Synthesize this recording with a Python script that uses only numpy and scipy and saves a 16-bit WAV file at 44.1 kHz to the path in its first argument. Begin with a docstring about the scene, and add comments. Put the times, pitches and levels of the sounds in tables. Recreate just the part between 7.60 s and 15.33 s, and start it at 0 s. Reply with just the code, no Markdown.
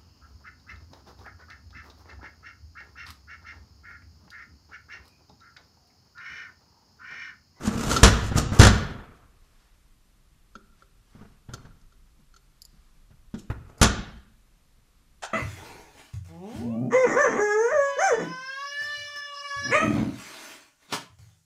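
"""A hard-walled workshop, with a small microphone close to the workbench.
A cast-iron turbo housing is dragged, tipped over and dropped: it grinds as it sticks and slips, each
landing clashes and rings, and the bench top booms under the blows. Then a spanner and bolts tap on it,
the housing rocks and bangs down once more, and a tool clacks farther off. The walls answer."""
import sys
import numpy as np
from scipy import signal
from scipy.fft import rfft, irfft, next_fast_len
from scipy.io import wavfile
from scipy.ndimage import uniform_filter1d, map_coordinates

SR = 44100
rng = np.random.default_rng(int(sys.argv[2]) if len(sys.argv) > 2 else 0)


def bounce(signal):
    """Save signal as a 16-bit WAV file at the path given by the first command-line argument."""
    frames = np.transpose(np.atleast_2d(signal))
    limited = np.clip(frames, -1, 1)
    pcm = np.round(limited * 32767).astype(np.int16)
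    wavfile.write(sys.argv[1], SR, pcm)


N = 340893


def amp(db):
    return 10 ** (np.asarray(db) / 20)


def unit(x):
    return x / np.sqrt(np.mean(x ** 2) + 1e-20)


def unit_attack(x):
    """Scale a blow to rms 1 over its first 20 ms."""
    return x / np.sqrt(np.mean(x[..., :SR // 50] ** 2) + 1e-20)


def along(points, hz):
    """Interpolate (Hz, value) points on a log frequency axis."""
    knots_hz, values = np.transpose(points)
    return np.interp(np.log(hz + 1), np.log(knots_hz + 1), values)


def filtered(x, response):
    """Apply a gain given as a function of frequency."""
    size = x.shape[-1]
    padded = next_fast_len(size + 8192)
    hz = np.fft.rfftfreq(padded, 1 / SR)
    return irfft(rfft(x, padded) * response(hz), padded)[..., :size]


def noise(colour, size=N):
    """Mid and side noise of rms 1; colour gives dB for each frequency."""
    return unit(filtered(rng.standard_normal((2, size)), lambda hz: amp(colour(hz))))


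def wobble(rate):
    """A smooth random curve, rate knots a second."""
    knots = rng.standard_normal(int(N * rate / SR) + 4)
    return map_coordinates(knots, [np.arange(N) * rate / SR])


def treble(hz, db):
    """A slope above 2.5 kHz that reaches db near 6 kHz."""
    return db * 0.54 * np.log1p((hz / 2500) ** 2)


def dying(colour, t60s):
    """One second of coloured noise; each frequency dies at its own speed."""
    hz, t, bands = signal.stft(noise(colour, size=SR), SR, nperseg=128)
    decay = amp(-60 * t / along(t60s, hz)[:, None])
    return signal.istft(bands * decay, SR, nperseg=128)[1][:, :SR]


def burst(spectrum, t60s):
    """The noise of one blow, from (Hz, dB) and (Hz, seconds) points."""
    return unit_attack(dying(lambda hz: along(spectrum, hz), t60s))


def ring(modes, scatter_db, colour=np.zeros_like):
    """One second of damped modes, at new strengths for each blow."""
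    hz, db, t60 = np.transpose(modes)
    t = np.arange(SR) / SR
    gains = amp(db + colour(hz) + scatter_db * rng.standard_normal((2, len(hz))))
    partials = np.sin(2 * np.pi * hz[:, None] * t) * amp(-60 * t / t60[:, None])
    return unit_attack(gains @ partials)


def swell(x, rise_s):
    """Let a sound build up with time constant rise_s."""
    return x * (1 - np.exp(-np.arange(x.shape[-1]) / SR / rise_s))


def push(s, build_up_s, let_go_s):
    """Effort that grows exponentially to 1 at time s and then dies away."""
    t = np.arange(N) / SR - s
    return np.exp(-np.maximum(-t / build_up_s, t / let_go_s))


def add(track, s, sound):
    """Mix a sound in at time s."""
    part = track[:, round(s * SR):][:, :sound.shape[1]]
    part += sound[:, :part.shape[1]]


# The walls around the bench. Each row: frequency in Hz, time to fall 60 dB (t60) in seconds.
SHOP_DECAY = [(60, 0.92), (200, 0.56), (700, 0.64293), (1500, 0.76), (4000, 0.68), (7000, 0.45),
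              (12000, 0.17)]

def in_shop(x, wet_db):
    """The direct sound reaches the microphone, and a diffuse tail builds up as the walls answer."""
    tail = swell(dying(lambda hz: treble(hz, -2.5), SHOP_DECAY), rise_s=0.004)
    tail /= np.linalg.norm(tail[0])
    return x + amp(wet_db) * signal.fftconvolve(x, tail, axes=1)[:, :x.shape[1]]


# The quiet shop around the microphone. Each row: frequency in Hz, relative density in dB.
ROOM_SPECTRUM = [(12, -28), (20, 6.5), (64, -4.5), (82, -13.5), (118, -11.5), (357, -25.5), (398, -27.5),
                 (638, -30.5), (841, -31.5), (1210, -27.5), (1420, -31), (3270, -33.5), (3760, -33.5),
                 (13400, -39.5), (15000, -54.5)]

def room_tone():
    """Low wavering rumble and faint hiss."""
    air = noise(lambda hz: along(ROOM_SPECTRUM, hz))
    rumble = filtered(air, lambda hz: 1 / (1 + (hz / 200) ** 4))
    return amp(-52.5) * (air + rumble * (amp(wobble(2.2)) - 1))


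# Sleeves and hands at the bench. Each row: centre in seconds, level in dB, half-width in seconds.
SLEEVE_STROKES = [(1.563, -63.5, .04), (2.002, -64.5, .22), (3.2, -64, 0.0506), (3.545, -63.5, .08),
                  (3.682, -66, 0.091), (5.24, -68, 0.192), (6.569, -64, .04)]
# Their soft hiss. Each row: frequency in Hz, relative density in dB.
SLEEVE_SPECTRUM = [(300, -9), (700, -2), (1300, 2.5), (2500, -4), (5000, -5.5), (8000, -12), (14000, -25)]

def rustle():
    """Soft swells of cloth and skin sliding over the parts."""
    t = np.arange(N) / SR
    strokes = sum(amp(db) * np.exp(-((t - s) / width) ** 2) for s, db, width in SLEEVE_STROKES)
    return strokes * amp(0.83 * wobble(30)) * noise(lambda hz: along(SLEEVE_SPECTRUM, hz))


# A tool put down farther from the microphone. Each row: start in seconds, relative level in dB.
TOOL_CLACKS = [(7.622, -42.5), (7.629, -36.5), (7.635, -35.5), (7.647, -36.5), (7.656, -42.5)]
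# Its clack. Each row: frequency in Hz, relative density in dB.
TOOL_SPECTRUM = [(210, -32), (350, -15), (768, 0.5), (1190, -11), (1420, -3.5), (2170, -13.5), (2500, -8.5),
                 (2790, -12.5), (3060, -11.5), (4540, -15.5), (7160, -14), (9360, -22), (13600, -40),
                 (14300, -35), (15000, -61.5)]
# Its ring. Each row: frequency in Hz, relative level in dB, t60 in seconds.
TOOL_MODES = [(688.7, 5, 0.03), (782, -21, 0.041), (1365, -8, 0.082), (1480, -5, 0.048), (1818, 0.5, 0.031),
              (3138, -7, 0.11), (6230, -12, 0.13), (7169, -16, .07)]

def tool_down():
    """A tool settles in a quick run of hollow clacks."""
    out = np.zeros((2, N))
    for s, db in TOOL_CLACKS:
        clack = amp(-0.5) * burst(TOOL_SPECTRUM, t60s=[(1000, 0.066), (12000, 0.048)])
        ringing = amp(-6) * ring(TOOL_MODES, scatter_db=3)
        add(out, s, amp(db) * swell(clack + ringing, rise_s=0.00187))
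    return in_shop(out, wet_db=-11)


# Small bolts click together on the bench. Each row: start in seconds, relative level in dB.
BOLT_CLICKS = [(5.019, -43), (5.0511, -46), (6.1816, -53.5), (6.198, -56.5)]
# One click. Each row: frequency in Hz, relative density in dB.
BOLT_SPECTRUM = [(1470, -57), (2500, -33.5), (2900, -22.5), (3200, -21), (4070, -16.5), (4690, 3),
                 (5970, -14.5), (6980, -4), (9280, -25), (10000, -12.5), (10700, -7), (14600, -22.5),
                 (15000, -33.5)]

def bolts():
    """Tiny steel contacts, too damped to hold a pitch."""
    out = np.zeros((2, N))
    for s, db in BOLT_CLICKS:
        add(out, s, amp(db - 4.5) * burst(BOLT_SPECTRUM, t60s=[(4000, 0.031), (12000, 0.036)]))
    return in_shop(out, wet_db=-13)


# Steel taps the casting, close by. Each row: start in seconds, relative level in dB, treble in dB.
SPANNER_TAPS = [(0.3127, -20.5, -0.5), (0.3632, -19.5, 1.5), (0.37, -24.5, 3), (2.953, -37.5, -8.5),
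                (3.222, -46.5, -9), (3.9356, -38.5, 6), (3.940, -44.5, 9), (4.213, -62, 6), (4.322, -57, 0),
                (4.740, -55, 2.5), (4.7631, -54, 7.5)]
# The tick of contact. Each row: frequency in Hz, relative density in dB.
TICK_SPECTRUM = [(300, -8), (850, -18), (1350, 0), (2100, -17.5), (3300, -6.5), (6800, -11.5),
                 (9000, -25.5), (14000, -34)]
# The ring each tap sets off, loudest in the casting near 1.35 kHz. Each row: frequency in Hz, relative level in
# dB, t60 in seconds.
TAP_MODES = [(397, -8.5, 0.24), (532, -9.5, .07), (1260, -8.5, 0.0083), (1350, -2, .028),
             (1370, 8, 0.035), (1830, -9, .025), (3090, -8, 0.023), (4360, -7, 0.062),
             (5100, -5.5, 0.045), (6700, -7.5, 0.0083), (6420, -0.5, .035), (11000, -17, .02)]

def spanner():
    """Taps of hand-damped steel on the casting: a tick and a brief ring."""
    out = np.zeros((2, N))
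    for s, db, treble_db in SPANNER_TAPS:
        tick = burst(TICK_SPECTRUM, t60s=[(300, 0.0667), (8000, 0.052)])
        tap = swell(0.5 * tick + ring(TAP_MODES, scatter_db=2.5), rise_s=0.0011)
        add(out, s, amp(db - 3) * filtered(tap, lambda hz: amp(treble(hz, treble_db))))
    return in_shop(out, wet_db=-14)


# The dragged iron catches on the bench top. Each row: peak time in seconds, level in dB.
CATCHES = [(.045, -34), (.165, -25.5), (.3, -29), (.385, -30)]

def groan():
    """Stick-slip locks loosely on to one bench mode and its overtone."""
    effort = sum(amp(db) * push(s, build_up_s=0.012, let_go_s=0.051) for s, db in CATCHES)
    pitch_hz = 226 * (1 + 0.073 * wobble(70))
    phase = 2 * np.pi * np.cumsum(pitch_hz) / SR
    tone = np.sin(phase) + amp(-12.5) * np.sin(2 * phase)
    return effort * unit(tone * amp(3.6 * wobble(68)))


# The iron is pushed along the bench, close to the microphone. 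Each row: time of the hardest push in
# seconds, relative grind and grit levels in dB, build-up and let-go in seconds.
PUSHES = [(.075, -37.5, -34, .035, .012), (0.331, -27.5, -28.5, 0.16, 0.11), (.47, -35, -33.5, 0.0092, .1),
          (.668, -42.5, -40, .05, 0.027), (0.783, -23, -21.5, 0.016, .02), (.935, -31, -40.5, .012, 0.2),
          (.992, -41, -29.5, 0.0035, .1), (3.61, -55, -78, .05, .08), (3.92, -52, -70, .02, .13),
          (5.79, -57.5, -48.5, .012, .04), (5.903, -34.5, -59, .001, .022), (6.105, -51, -63, .05, .05),
          (6.21, -48.5, -58.5, .02, .01)]
# Grind, grit and the bench top's rumble. Each row: frequency in Hz, relative density in dB.
GRIND_SPECTRUM = [(150, -31), (250, -2), (367, -12), (434, -5.5), (551, -15.5), (644, -12), (917, -15),
                  (1310, -12), (1820, -21.5), (2360, -22), (3000, -27), (3900, -53.5), (6600, -120)]
GRIT_SPECTRUM = [(1470, -40), (2500, -5.5), (3530, -3.5), (4190, -5), (6880, -1), (11500, -16),
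                 (14000, -17), (14700, -25.5), (15000, -50.5)]
RUMBLE_SPECTRUM = [(25, -22.5), (60, -2.5), (130, 0.5), (200, -11.5), (400, -41.5)]

def scraping():
    """Rusty iron sticks and slips: an uneven grind with sharp grit on top and a rumble below."""
    grind_level, grit_level = np.zeros((2, N))
    for s, grind_db, grit_db, build_up_s, let_go_s in PUSHES:
        effort = push(s, build_up_s, let_go_s)
        grind_level += amp(grind_db) * effort
        grit_level += amp(grit_db) * effort ** 1.7  # grit rises faster than the push
    slips = unit(amp(2.8 * wobble(170)))
    grains = (rng.random(N) < 5000 / SR) * rng.standard_normal((2, N))  # about 5000 a second
    grit = amp(-2) * grit_level * unit(filtered(grains, lambda hz: amp(along(GRIT_SPECTRUM, hz))))
    grind = amp(-1) * grind_level * noise(lambda hz: along(GRIND_SPECTRUM, hz))
    rumble = amp(-2) * grind_level * noise(lambda hz: along(RUMBLE_SPECTRUM, hz))
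    return in_shop(rumble + slips * (grind + grit), wet_db=-9)


# Iron meets the bench, heard close up. Each row: frequency in Hz, relative density in dB.
CLASH_SPECTRUM = [(180, -32), (300, -3), (459, -1.5), (559, -2), (658, -3), (913, -5.5), (1470, -3),
                  (2360, -14), (3330, -10), (4690, -14), (6950, -11.5), (8190, -18), (10500, -16.5),
                  (14000, -34), (15000, -42)]
# How that clash dies. Each row: frequency in Hz, t60 in seconds.
CLASH_DECAY = [(200, 0.089), (1400, 0.11), (5000, 0.12), (14000, 0.019)]
# The housing and the bench top ring. Each row: frequency in Hz, relative level in dB, t60 in seconds.
IRON_MODES = [(732, -8, 0.27), (1240, -3, 0.074), (1294, -5, .16), (1397, 0, 0.24), (1443, 3.5, 0.27),
              (2780, -4, 0.051), (2570, -2, 0.13), (3450, -4.5, 0.12), (3560, -6.5, 0.035),
              (4196.4, -4, 0.04), (5293, -5.5, .1), (6110, -2.5, 0.27), (7280, -1.5, 0.15)]
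BENCH_MODES = [(62, -5.5, 0.7), (89.3, -9.5, 0.17), (103, -3.5, 0.38), (123.3, -0.5, 0.17),
               (151.6, -3.5, 0.28), (197, -6.5, 0.53), (215.2, 4.5, 0.09), (309, -6.5, 0.17),
               (361, -12, 0.86), (443.1, -9, 0.17)]

def landing(clash_db, treble_db, thud_db, thud_hz, damping_s):
    """Each landing is a gritty clash, a short iron ring and a boom of the bench top."""
    rise_s = 0.00025 * amp(-0.45 * clash_db)  # gentle landings press in more slowly
    clash = filtered(burst(CLASH_SPECTRUM, CLASH_DECAY), lambda hz: amp(treble(hz, treble_db)))
    iron = ring(IRON_MODES, scatter_db=3, colour=lambda hz: treble(hz, treble_db))
    metal = amp(clash_db) * swell(amp(2) * clash + amp(-11.5) * iron, rise_s)
    # where the weight lands decides which bench modes take it up
    boom = ring(BENCH_MODES, scatter_db=3.46, colour=lambda hz: -15 * np.abs(np.log2(hz / thud_hz)))
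    boom = unit_attack(boom * np.exp(-np.arange(SR) / SR / damping_s))
    # trim the deepest bass from the boom
    boom = filtered(boom, lambda hz: 1j * hz / (1j * hz + 25))
    thud = amp(thud_db) * swell(boom, 0.87 * rise_s)
    return in_shop(metal, wet_db=-13.5) + in_shop(thud, wet_db=-11.5)


# The housing is nudged or set down gently, near the microphone.
# Each row: start in seconds, thud level in dB, thud centre in Hz.
SOFT_LANDINGS = [(.076, -17.5, 224), (.153, -25, 160.1), (.272, -23.5, 114.9), (.629, -27, 117.9),
                 (.7156, -20.5, 105), (.756, -17, 119), (.7804, -17, 125), (.9192, -21, 118.4),
                 (2.955, -41.5, 249.7), (3.550, -38, 129.7), (3.611, -36.5, 130), (3.888, -33, 124.6),
                 (3.937, -35, 118), (4.050, -33, 134.2), (4.59, -47.5, 170.8), (5.13, -46, 167.8),
                 (5.505, -41.5, 135.3), (5.7399, -26, 225), (5.900, -24.5, 74.5)]

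def bumps():
    """Single soft contacts, while a hand on the housing damps the bench top."""
    out = np.zeros((2, N))
    for s, thud_db, thud_hz in SOFT_LANDINGS:
        octaves = np.log2(thud_hz / 128)  # above an ordinary bump
        clash_db = thud_db - 15 - 5.5 * octaves  # the full weight grinds harder than an edge
        treble_db = -13 + 11 * octaves  # a shorter contact thuds higher and is brighter
        add(out, s, landing(clash_db, treble_db, thud_db, thud_hz, damping_s=0.07))
    return out


# The housing falls right in front of the microphone. Each row: start in seconds, clash level in dB,
# treble in dB; the first landing's extra clash in dB, thud in dB, thud centre in Hz and damping time in
# seconds; the rebounds' thud against clash in dB, count (rounded), gap in seconds and loss each in dB.
FALLS = [(.4313, -15.5, 1, 2.5, -7, 64.3, 0.25, 1, 3, .0145, 2.5),
         (0.9952, -15.5, -0.5, 0, -3, 87.9, .4, -1, 4, .0182, 0.67),
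         (6.2142, -13.5, 6.5, -7, -12, 71.66, .03, 4.5, 3.5, .0134, 5.5)]

def crashes():
    """The weight lands first, then the housing chatters in a quick run of weakening rebounds."""
    out = np.zeros((2, N))
    treble_per_db = 0.48  # a harder contact is brighter
    for s, clash_db, treble_db, extra_db, thud_db, thud_hz, damping_s, *chatter in FALLS:
        first_treble_db = treble_db + treble_per_db * extra_db
        add(out, s, landing(clash_db + extra_db, first_treble_db, thud_db, thud_hz, damping_s))
        rebound_thud_db, count, gap_s, loss_db = chatter
        for k in range(1, round(count) + 1):
            lost_db = k * loss_db
            db = clash_db - lost_db
            # short rebounds drive the higher bench modes, and the settling weight damps them
            rebound = landing(db, treble_db - treble_per_db * lost_db, db + rebound_thud_db,
                              thud_hz=232, damping_s=0.05)
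            jitter_s = 0.0004 * rng.standard_normal()
            add(out, s + k * gap_s + jitter_s, rebound)
    return out


# Stereo width at the microphone. Each row: frequency in Hz, side against mid in dB.
STEREO_WIDTH = [(3500, -65.5), (4500, -24.5), (5500, -16), (14000, -4.5)]

def scene():
    """Everything is heard almost in mono; only the treble above about 4.5 kHz is wide."""
    housing = crashes() + bumps() + scraping() + groan()
    mid, side = housing + spanner() + bolts() + tool_down() + rustle() + room_tone()
    side = filtered(side, lambda hz: amp(along(STEREO_WIDTH, hz)))
    return np.array([mid + side, mid - side])


def suppress(x, depth_db, threshold_db, knee_db):
    """Noise suppression: each band is turned down while it stays close to its own steady level."""
    bands = signal.stft(x, nperseg=512)[2]
    power = np.abs(bands.mean(axis=0)) ** 2
    power = uniform_filter1d(power, size=5, axis=0)  # smooth across frequency
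    power = np.abs(uniform_filter1d(power, size=3, axis=1)) + 1e-20  # and across time
    above_db = 10 * np.log10(power / np.median(power, axis=1, keepdims=True))
    shut = (1 - np.tanh((above_db - threshold_db) / knee_db)) / 2
    return signal.istft(bands * amp(-depth_db * shut), nperseg=512)[1][:, :N]


def record(dry):
    """After the microphone, steady noise is suppressed, peaks are squashed and the top treble is cut."""
    clean = suppress(dry, depth_db=6, threshold_db=9.5, knee_db=8)
    squashed = clean / (1 + np.abs(clean) ** 6) ** (1 / 6)
    return filtered(squashed, lambda hz: hz < 14600)


dry = scene()
out = record(dry)
bounce(out)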